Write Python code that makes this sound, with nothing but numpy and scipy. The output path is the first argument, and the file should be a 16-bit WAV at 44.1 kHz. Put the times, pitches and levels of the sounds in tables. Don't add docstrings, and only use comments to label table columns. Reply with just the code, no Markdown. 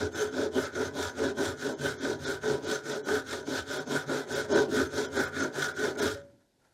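import sys
import numpy as np
from scipy import signal
from scipy.fft import rfft, irfft, next_fast_len
from scipy.io import wavfile
from scipy.ndimage import uniform_filter1d

SR = 44100
rng = np.random.default_rng(int(sys.argv[2]) if len(sys.argv) > 2 else 0)


def master_out(mix):
    frames = np.transpose(np.atleast_2d(mix))
    ceiling = np.clip(frames, -1, 1)
    pcm = np.round(ceiling * 32767).astype(np.int16)
    wavfile.write(sys.argv[1], SR, pcm)


def volts_from_decibels(level):
    exponent = np.asarray(level, float) / 20
    return 10 ** exponent


N = 297096
STOP_S = 6.18

# start t/s, hiss level/dB, fastest point/share, hiss brightness/dB
STROKES = [(-0.09, -42.5, 0.5, -5), (0.103, -42, 0.55, 1.4), (0.3, -42.5, 0.53, -5),
           (0.504, -41.5, 0.53, 1), (0.713, -42, 0.57, -4), (0.92, -39.5, 0.5, -1.5),
           (1.134, -42, 0.57, -5), (1.343, -40.5, 0.49, 0.5), (1.557, -42.5, 0.45, -1.5),
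           (1.77, -41, 0.5, 1), (1.969, -41.5, 0.52, -4.5), (2.18, -41, 0.49, 0.5),
           (2.4, -41.5, 0.46, -2.5), (2.609, -40, 0.48, -2.2), (2.822, -42, 0.47, -1.5),
           (3.022, -40.5, 0.54, 1), (3.243, -42, 0.41, -1.5), (3.441, -39, 0.54, -2),
           (3.651, -41, 0.45, -2), (3.854, -40, 0.5, 0), (4.055, -41, 0.5, -1.5), (4.265, -39, 0.46, 0.8),
           (4.474, -38, 0.48, -7.5), (4.681, -38.5, 0.46, 0.7), (4.89, -40, 0.55, -3),
           (5.098, -39.0, 0.5, 1.3), (5.311, -42.5, 0.48, -2.5), (5.514, -38.5, 0.53, -0.8),
           (5.737, -39.5, 0.54, -1.5), (5.945, -37, 0.42, 0.5)]
# board level/dB, heaviest point/share, board tilt/(dB/octave), blade level/dB
LOAD = [(-25, 0.3, -2.4, -36.5), (-32, 0.51, 1.5, -35.5), (-26.5, 0.46, -2.2, -37.5),
        (-28.5, 0.29, 0.6, -34.5), (-28, 0.43, -0.4, -34.5), (-31, 0.23, 4.5, -36.5),
        (-26.5, 0.47, -1, -35.5), (-28, 0.31, 1, -34.5), (-30, 0.61, 0, -37.5), (-32.5, 0.34, 1.8, -34.5),
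        (-26.5, 0.46, -1.8, -37), (-33.5, 0.46, 2.2, -35.5), (-26.5, 0.4, 2.2, -35), (-30.5, 0.31, 2, -35),
        (-32, 0.48, 1.4, -37.5), (-27.5, 0.38, -0.2, -32.5), (-36.5, 0.52, 2, -37.5),
        (-28.9, 0.33, 1.2, -33.5), (-33, 0.46, 2.8, -36.5), (-29, 0.17, 2.9, -34), (-28.0, 0.29, 1.6, -33),
        (-29.5, 0.33, 1.2, -31.5), (-19, 0.28, 1, -35.5), (-25, 0.37, -3.5, -31), (-29.5, 0.42, 1.1, -36.5),
        (-27, 0.36, 2.2, -29.5), (-28, 0.55, -1, -31), (-32.5, 0.22, 3.5, -31), (-26.3, 0.54, -0.8, -31.8),
        (-27.5, 0.28, 0.5, -30.5)]
# low sway level/dB, its top/share, upper sway level/dB, its top/share
ROCKING = [(-34, 0.15, -44, 0.1), (-52.5, 1, -53.5, 0.54), (-51, 0.5, -60, 0.73), (-54, 0.4, -52.8, 0.46),
           (-44, 0.6, -56, 0.7), (-51, 1, -57, 0.1), (-50, 0.51, -51, 0.57), (-43.5, 0.74, -52, 0.4),
           (-64, 0.34, -45.5, 0.97), (-47.5, 0.9, -46, 0.31), (-47.7, 0.66, -52.5, 1), (-45.5, 0.9, -53, 0),
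           (-51, 0.38, -43.5, 0.67), (-55, 0.25, -49.5, 0), (-63, 0.22, -52.5, 0.65),
           (-51, 0.85, -51.5, 0.22), (-51.9, 0, -57, 0.7), (-47, 0.9, -53.8, 0.4), (-58, 0.23, -48.5, 0.8),
           (-58, 0.75, -45, 1), (-58, 0, -49, 0), (-51.5, 0.6, -52.1, 0.62), (-51.5, 0.46, -45.5, 0.7),
           (-39.5, 0.7, -54.5, 0.1), (-52, 0.5, -52, 0.75), (-48, 0.68, -46, 0.5), (-56.5, 0.3, -52, 0.93),
           (-57, 0.6, -49.3, 0.4), (-54.5, 0.41, -52.5, 0.75), (-46, 0.8, -51, 0.61)]
# power of speed/1, decay after stop/(dB/s), rest before pull/dB, rest before push/dB
HISS_SWELL = (1.6, 299.5, -20, -24)
BOARD_SWELL = (2.5, 250.5, -15.5, -13)
BLADE_SWELL = (1.98, 250, -13.5, -19.5)
BENCH_SWELL = (1.5, 126, -8.5, -10)
BLADE_LAG = (-.07, 0.014)
# t/s, peak level/dB
CATCHES = [(0.581, -15.5), (0.967, -24), (1.217, -23), (1.394, -34.5), (1.839, -21), (2.051, -15),
           (2.284, -26), (2.434, -20), (3.088, -18), (3.115, -22.5), (3.487, -43), (3.946, -15),
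           (4.094, -21), (4.508, -31), (4.546, -15), (4.560, -16), (4.574, -12.5), (4.931, -23.5),
           (4.973, -17.5), (4.995, -22), (5.166, -14.5), (5.192, -15.5), (5.339, -30), (5.379, -28.5),
           (5.408, -22.5), (5.624, -32.5), (5.668, -22.5), (6.021, -13), (6.058, -17)]
# f/Hz, width/Hz, level/dB
BOARD = [(238.4, 103.5, -9.5), (270, 26.4, 0.5), (323, 12.5, -5), (377.5, 25.6, -1), (398, 21.5, 0),
         (428.7, 13.6, 3), (503.6, 7.9, -10), (554.4, 23.7, -7.5), (623.6, 23.3, -11), (670, 45, -17),
         (762, 9.4, -13), (808, 28, -19), (936, 24, -19.5), (964, 19, -16), (1030, 110, -25.5)]
# f/Hz, width/Hz, level/dB
BLADE = [(1152, 110, -22), (1225, 28, -7), (1322, 40, -5.5), (1427, 55, 0.5), (1524.6, 55, 1),
         (1626, 21, -6), (1690, 45, -7), (1856, 96, -13.5), (1990, 17, -14), (2105, 81, -15.5),
         (2367, 280, -24)]
# f/Hz, width/Hz, level/dB
TOOTH_LINE = [(3066, 89, 1), (3520, 140, 1.5), (4390, 50, -6), (5620, 70, -1), (6265, 84, -2),
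              (6240, 160, 5.5)]
# f/Hz, width/Hz, level/dB
SQUEAK = [(6440, 410, 0)]
# f/Hz, width/Hz, level/dB
BENCH = [
    [(86.6, 6.9, -2), (109.5, 8.8, -9)],
    [(142.2, 5.9, 1.5)],
]
# f/Hz, level/dB, t60/s
FREE_BLADE = [(564.5, 1, .44), (662, -23, .5), (1335, -18, .23), (1846, -18, .29)]
# f/Hz, level/dB
FIBRES = [(1470, -25.5), (2500, -8), (2810, -13), (3030, -6), (3510, 0), (4460, -5.5), (5210, -1.5),
          (5940, -3.5), (10400, -15.5), (11600, -17), (15100, -25), (15900, -31.5)]
# f/Hz, level/dB
SKIN = [(290, -37), (500, -9.5), (605, -1), (656, -8), (872, -5), (1220, -17), (1400, -4.5), (2690, -22),
        (5830, -20), (12800, -31), (16600, -57), (22000, -120)]
# f/Hz, level/dB
CLAMP = [(41, -36), (70, -4), (145, 3), (172, -7), (221, 4), (404, -3), (436, -21), (520, -2), (680, -39.5),
         (1140, -120)]
# f/Hz, level/dB
AIR = [(18, -37), (30, 5), (398, -2.5), (965, -11.5), (1150, -23), (1520, -14), (2730, -21), (3990, -17),
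       (12800, -25.5), (16600, -55), (22000, -120)]
# t/s, level/dB
TOUCHES = [
    (6.25, -68),
    (6.3, -72),
    (6.41, -72.5),
    (6.6, -74.5),
    (6.654, -70),
    (6.73, -75),
]
# t/s, step over treble rms/dB
COARSE = [(.144, 13.5), (.657, 4), (1.745, 11), (1.766, 11), (1.979, 12), (2.0, 8), (2.256, 10.5),
          (2.278, 5), (2.662, 6), (2.939, 1.5), (3.024, 19), (3.046, 12.5), (3.792, 11.5), (3.856, 6),
          (4.347, 9), (4.432, 2), (4.539, 12), (5.072, 15.5), (5.179, 5.5), (5.264, 10.5), (5.414, 0),
          (5.734, 13), (5.968, 22), (6.011, 11.5)]


def rms_one(x):
    return x / np.sqrt(np.mean(x ** 2) + 1e-20)


def drift(rate_hz):
    r = np.exp(-32 * np.pi * rate_hz / SR)
    noise = rng.standard_normal(N // 16 + 3002)
    slow = signal.lfilter([1], [1, -2 * r, r * r], noise)[3000:]
    return np.interp(np.arange(N) / 16, np.arange(len(slow)), rms_one(slow))


def coloured(x, spectrum):
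    size = next_fast_len(N)
    hz, db = np.transpose(spectrum)
    grid_hz = np.maximum(np.arange(size // 2 + 1) * SR / size, 1)
    gain = volts_from_decibels(np.interp(np.log(grid_hz), np.log(hz), db))
    return rms_one(irfft(rfft(x, size) * gain, size)[:N])


def body(force, modes, wander_db=0., tilt_db=0.):
    out = np.zeros(N)
    for k, (hz, width_hz, db) in enumerate(modes):
        r = np.exp(-np.pi * width_hz / SR)
        drive_db = db + tilt_db * np.log2(hz / 430)
        if wander_db:
            drive_db = drive_db + wander_db * drift(7)
        drive = force * volts_from_decibels(drive_db) + 1e-18
        zeros = [(1 - r * r) / 2, 0, (r * r - 1) / 2]
        poles = [1, -2 * r * np.cos(2 * np.pi * hz / SR), r * r]
        out += (-1) ** k * signal.lfilter(zeros, poles, drive)
    return out


def stroke_place():
    turns_s = np.append(np.array(STROKES)[:, 0], STOP_S)
    place = np.interp(np.arange(N) / SR, turns_s, np.arange(len(turns_s)))
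    number = np.minimum(place.astype(int), len(STROKES) - 1)
    return number, place - number


def swell(top_db, top_share, shape):
    power, dying_db_per_s, *rest_db = shape
    number, done = stroke_place()
    top = np.clip(top_share, .15, .85)[number]
    speed = np.sin(np.pi / 2 * np.where(done < top, done / top, (1 - done) / (1 - top)))
    around_db = np.convolve(np.pad(top_db, 1, "edge"), [.5, .5], "valid")
    turn_db = around_db + np.resize(rest_db, len(around_db))
    murmur_db = np.interp(number + done, np.arange(len(turn_db)), turn_db)
    murmur_db = murmur_db - dying_db_per_s * np.maximum(np.arange(N) / SR - STOP_S, 0)
    return 20 * np.log10(volts_from_decibels(top_db[number]) * speed ** power + volts_from_decibels(murmur_db))


def still_air():
    level_db = -72
    return volts_from_decibels(level_db) * coloured(rng.standard_normal(N), AIR)


def shop_echo(x):
    t60_s, wall_cut_hz = 0.34, 4400
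    size = next_fast_len(N + SR)
    one_sample = np.exp(-2j * np.pi * np.arange(size // 2 + 1) / size)
    dull = np.exp(-2 * np.pi * wall_cut_hz / SR)
    wall = (1 - dull) / (1 - dull * one_sample)
    echo = 0
    for k, lag in enumerate((rng.uniform(.015, .045, 10) * SR).astype(int)):
        loop = volts_from_decibels(-60 * lag / SR / t60_s) * wall * np.exp(lag * np.log(one_sample))
        echo = echo + (-1) ** k * loop / (1 - loop)
    return irfft(rfft(x, size) * echo, size)[:N]


def bench():
    shakes = [body(rng.standard_normal(N), modes) for modes in BENCH]
    low_db, low_top, upper_db, upper_top = np.transpose(ROCKING)
    low = volts_from_decibels(swell(low_db, low_top, BENCH_SWELL)) * rms_one(shakes[0])
    upper = volts_from_decibels(swell(upper_db, upper_top, BENCH_SWELL)) * rms_one(shakes[1])
    return low + upper


def graze(at_s, db):
    rise_s, fall_s = 0.015, 0.04
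    t = np.arange(N) / SR - at_s
    return volts_from_decibels(db) * np.exp(np.where(t < 0, t / rise_s, -t / fall_s))


def clamp():
    settle_s, settle_db, settle_db_per_s, settled_db = 6.33, -62, 106, -87
    nudge_s, nudge_db = 6.625, -79
    t = np.arange(N) / SR
    settling_db = np.maximum(settle_db - settle_db_per_s * np.maximum(t - settle_s, 0), settled_db)
    level = (t > STOP_S) * volts_from_decibels(settling_db) + graze(nudge_s, nudge_db)
    return level * coloured(rng.standard_normal(N), CLAMP)


def hand():
    touches = sum(graze(s, db) for s, db in TOUCHES)
    return touches * volts_from_decibels(1.66 * drift(30)) * coloured(rng.standard_normal(N), SKIN)


def free_blade():
    lift_s, lift_db, rise_s = 6.15, -38, 0.0046
    t = np.maximum(np.arange(N) / SR - lift_s, 0)
    ring = sum(volts_from_decibels(lift_db + db - 60 * t / t60_s) * np.sin(2 * np.pi * hz * t)
               for hz, db, t60_s in FREE_BLADE)
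    return (1 - np.exp(-t / rise_s)) * ring


def teeth(speed):
    teeth_per_s, jitter, spread_db = 450, 0.6, 0.5
    per_s = teeth_per_s * speed
    passed = np.cumsum(per_s * np.exp(jitter * drift(300))) / SR
    knock = np.diff(np.floor(passed), prepend=0) > 0
    depth = volts_from_decibels(spread_db * np.minimum(rng.exponential(1, N), 4))
    return rms_one(knock * depth * np.sqrt(SR / per_s))


def slips():
    slips_per_s, fade_s, share = 70, 0.0042, 0.37
    starts = (rng.random(N) < slips_per_s / SR) * rng.exponential(1, N)
    fading = signal.lfilter([1], [1, -np.exp(-1 / (fade_s * SR))], starts + 1e-18)
    return 1 - share + share * fading / fading.mean()


def patchy(hiss, bright_db):
    size = next_fast_len(N)
    lines, out = rfft(hiss, size), np.zeros(N)
    hz = np.arange(len(lines)) * SR / size
    ripple_db = np.interp(hz, np.arange(0, SR, 70), rng.normal(0, 3.2, SR // 70))
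    lines = lines * volts_from_decibels(ripple_db - .6)
    place = 2 * np.log2(np.maximum(hz, 1) / 1500)
    for k in range(8):
        window = np.cos(np.pi / 2 * np.clip(place - k, -1, 1)) ** 2
        band = irfft(lines * window, size)[:N]
        out += band * volts_from_decibels(1.2 * drift(20) + bright_db * np.clip((k - 4) / 2, 0, 1))
    return out


def saw():
    _, hiss_top_db, fastest, bright_db = np.transpose(STROKES)
    board_top_db, heaviest, tilt_db, blade_top_db = np.transpose(LOAD)
    number, done = stroke_place()

    hiss_db = swell(hiss_top_db, fastest, HISS_SWELL)
    ease_s, ease_span_s, ease_db = 6.1, 0.082, -8
    easing_db = ease_db * np.clip((np.arange(N) / SR - ease_s) / ease_span_s, 0, 1)
    board_db = easing_db + swell(board_top_db, heaviest, BOARD_SWELL)
    blade_top = fastest + np.resize(BLADE_LAG, len(fastest))
    blade_db = easing_db + swell(blade_top_db, blade_top, BLADE_SWELL)

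    dulling = 0.15
    bright_db = bright_db[number] + dulling * np.maximum(hiss_db + 41, -25)
    bright_db = uniform_filter1d(bright_db, size=1500)
    tilt_rise_db = 6
    tilt_db = uniform_filter1d(tilt_db[number] + tilt_rise_db * (done - .5), size=1500)

    speed = np.clip(volts_from_decibels(.6 * (hiss_db + 40)), .08, 1.5)
    knocks = teeth(speed)
    bite = volts_from_decibels(1.0 * drift(85)) * slips() ** 0.36
    force = (knocks + .5 * rng.standard_normal(N)) * bite
    catches = np.zeros(N)
    catch_s, catch_db = np.transpose(CATCHES)
    catches[(catch_s * SR).astype(int)] = volts_from_decibels(catch_db)
    blunt = signal.butter(2, 1100, fs=SR, output="sos")
    soft = signal.sosfilt(blunt, catches)

    board_unit, blade_unit = [1 / np.std(body(force, modes)) for modes in (BOARD, BLADE)]
    board_force = board_unit * (force * volts_from_decibels(board_db - 2.5) + volts_from_decibels(14) * soft)
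    board = body(board_force, BOARD, wander_db=1.22, tilt_db=tilt_db)
    blade_force = blade_unit * (force * volts_from_decibels(blade_db - 3.0) + volts_from_decibels(7) * catches)
    blade = body(blade_force, BLADE, wander_db=1.5)

    bursts = rms_one(signal.lfilter([1], [1, -.98], knocks + 60 * catches))
    tearing = rng.standard_normal(N) * (1.5 + 0.97 * bursts) * bite ** 0.52 + 0.18 * knocks
    hiss = patchy(coloured(tearing, FIBRES), bright_db)
    edge = rms_one(body(tearing, TOOTH_LINE, wander_db=6.5)) * speed ** -.4
    starting = np.clip(np.gradient(hiss_db) * SR / 350, 0, 1)
    squeak = rms_one(body(tearing, SQUEAK)) * uniform_filter1d(starting, size=400)
    fibres = volts_from_decibels(-2.67) * hiss + volts_from_decibels(-11) * edge + volts_from_decibels(-11.0) * squeak
    return board + blade + volts_from_decibels(hiss_db) * fibres


def scene():
    near = saw() + bench() + free_blade() + clamp() + hand()
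    return (near + volts_from_decibels(-33.5) * shop_echo(near) + still_air())[None, :]


def grainy_treble(x):
    hop, grid_s, usual_step_db = 941, 3.0245, 3.5
    quiet_s, quiet_top_hz, top_hz = 6.175, 12800, 15830
    n, line = np.arange(2 * hop) + .5, np.arange(hop) + .5
    window = np.sin(np.pi * n / (2 * hop))[:, None]
    basis = window * np.cos(np.pi / hop * np.outer(n + hop / 2, line)) * np.sqrt(2 / hop)
    hz = line * SR / (2 * hop)
    centres = np.arange(round(grid_s * SR) % hop, N + hop, hop)
    padded = np.pad(x, (hop, 2 * hop))
    lines = padded[centres[:, None] + np.arange(2 * hop)] @ basis
    power = uniform_filter1d(lines ** 2, size=24, axis=1).clip(1e-16)
    step = volts_from_decibels(usual_step_db) * np.sqrt(power)
    for s, step_db in COARSE:
        frame = np.argmin(abs(centres - s * SR))
        step[frame] = volts_from_decibels(step_db) * np.std(lines[frame, (hz > 3000) & (hz < 8000)])
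    limit_hz = np.where(centres > quiet_s * SR, quiet_top_hz, top_hz)[:, None]
    kept = np.where(hz > 2450, np.round(lines / step) * step, lines) * (hz < limit_hz)
    for centre, change in zip(centres, (kept - lines) @ basis.T):
        padded[centre:centre + 2 * hop] += change
    return padded[hop:hop + N]


def top_cut(x):
    return signal.sosfilt(signal.butter(12, 16010, fs=SR, output="sos"), x)


def record(dry):
    low_cut = signal.butter(1, 45, "high", fs=SR, output="sos")
    mic = signal.sosfilt(low_cut, dry[0])
    mix = grainy_treble(mic)[None, :]
    return top_cut(mix)


dry = scene()
out = record(dry)
master_out(out)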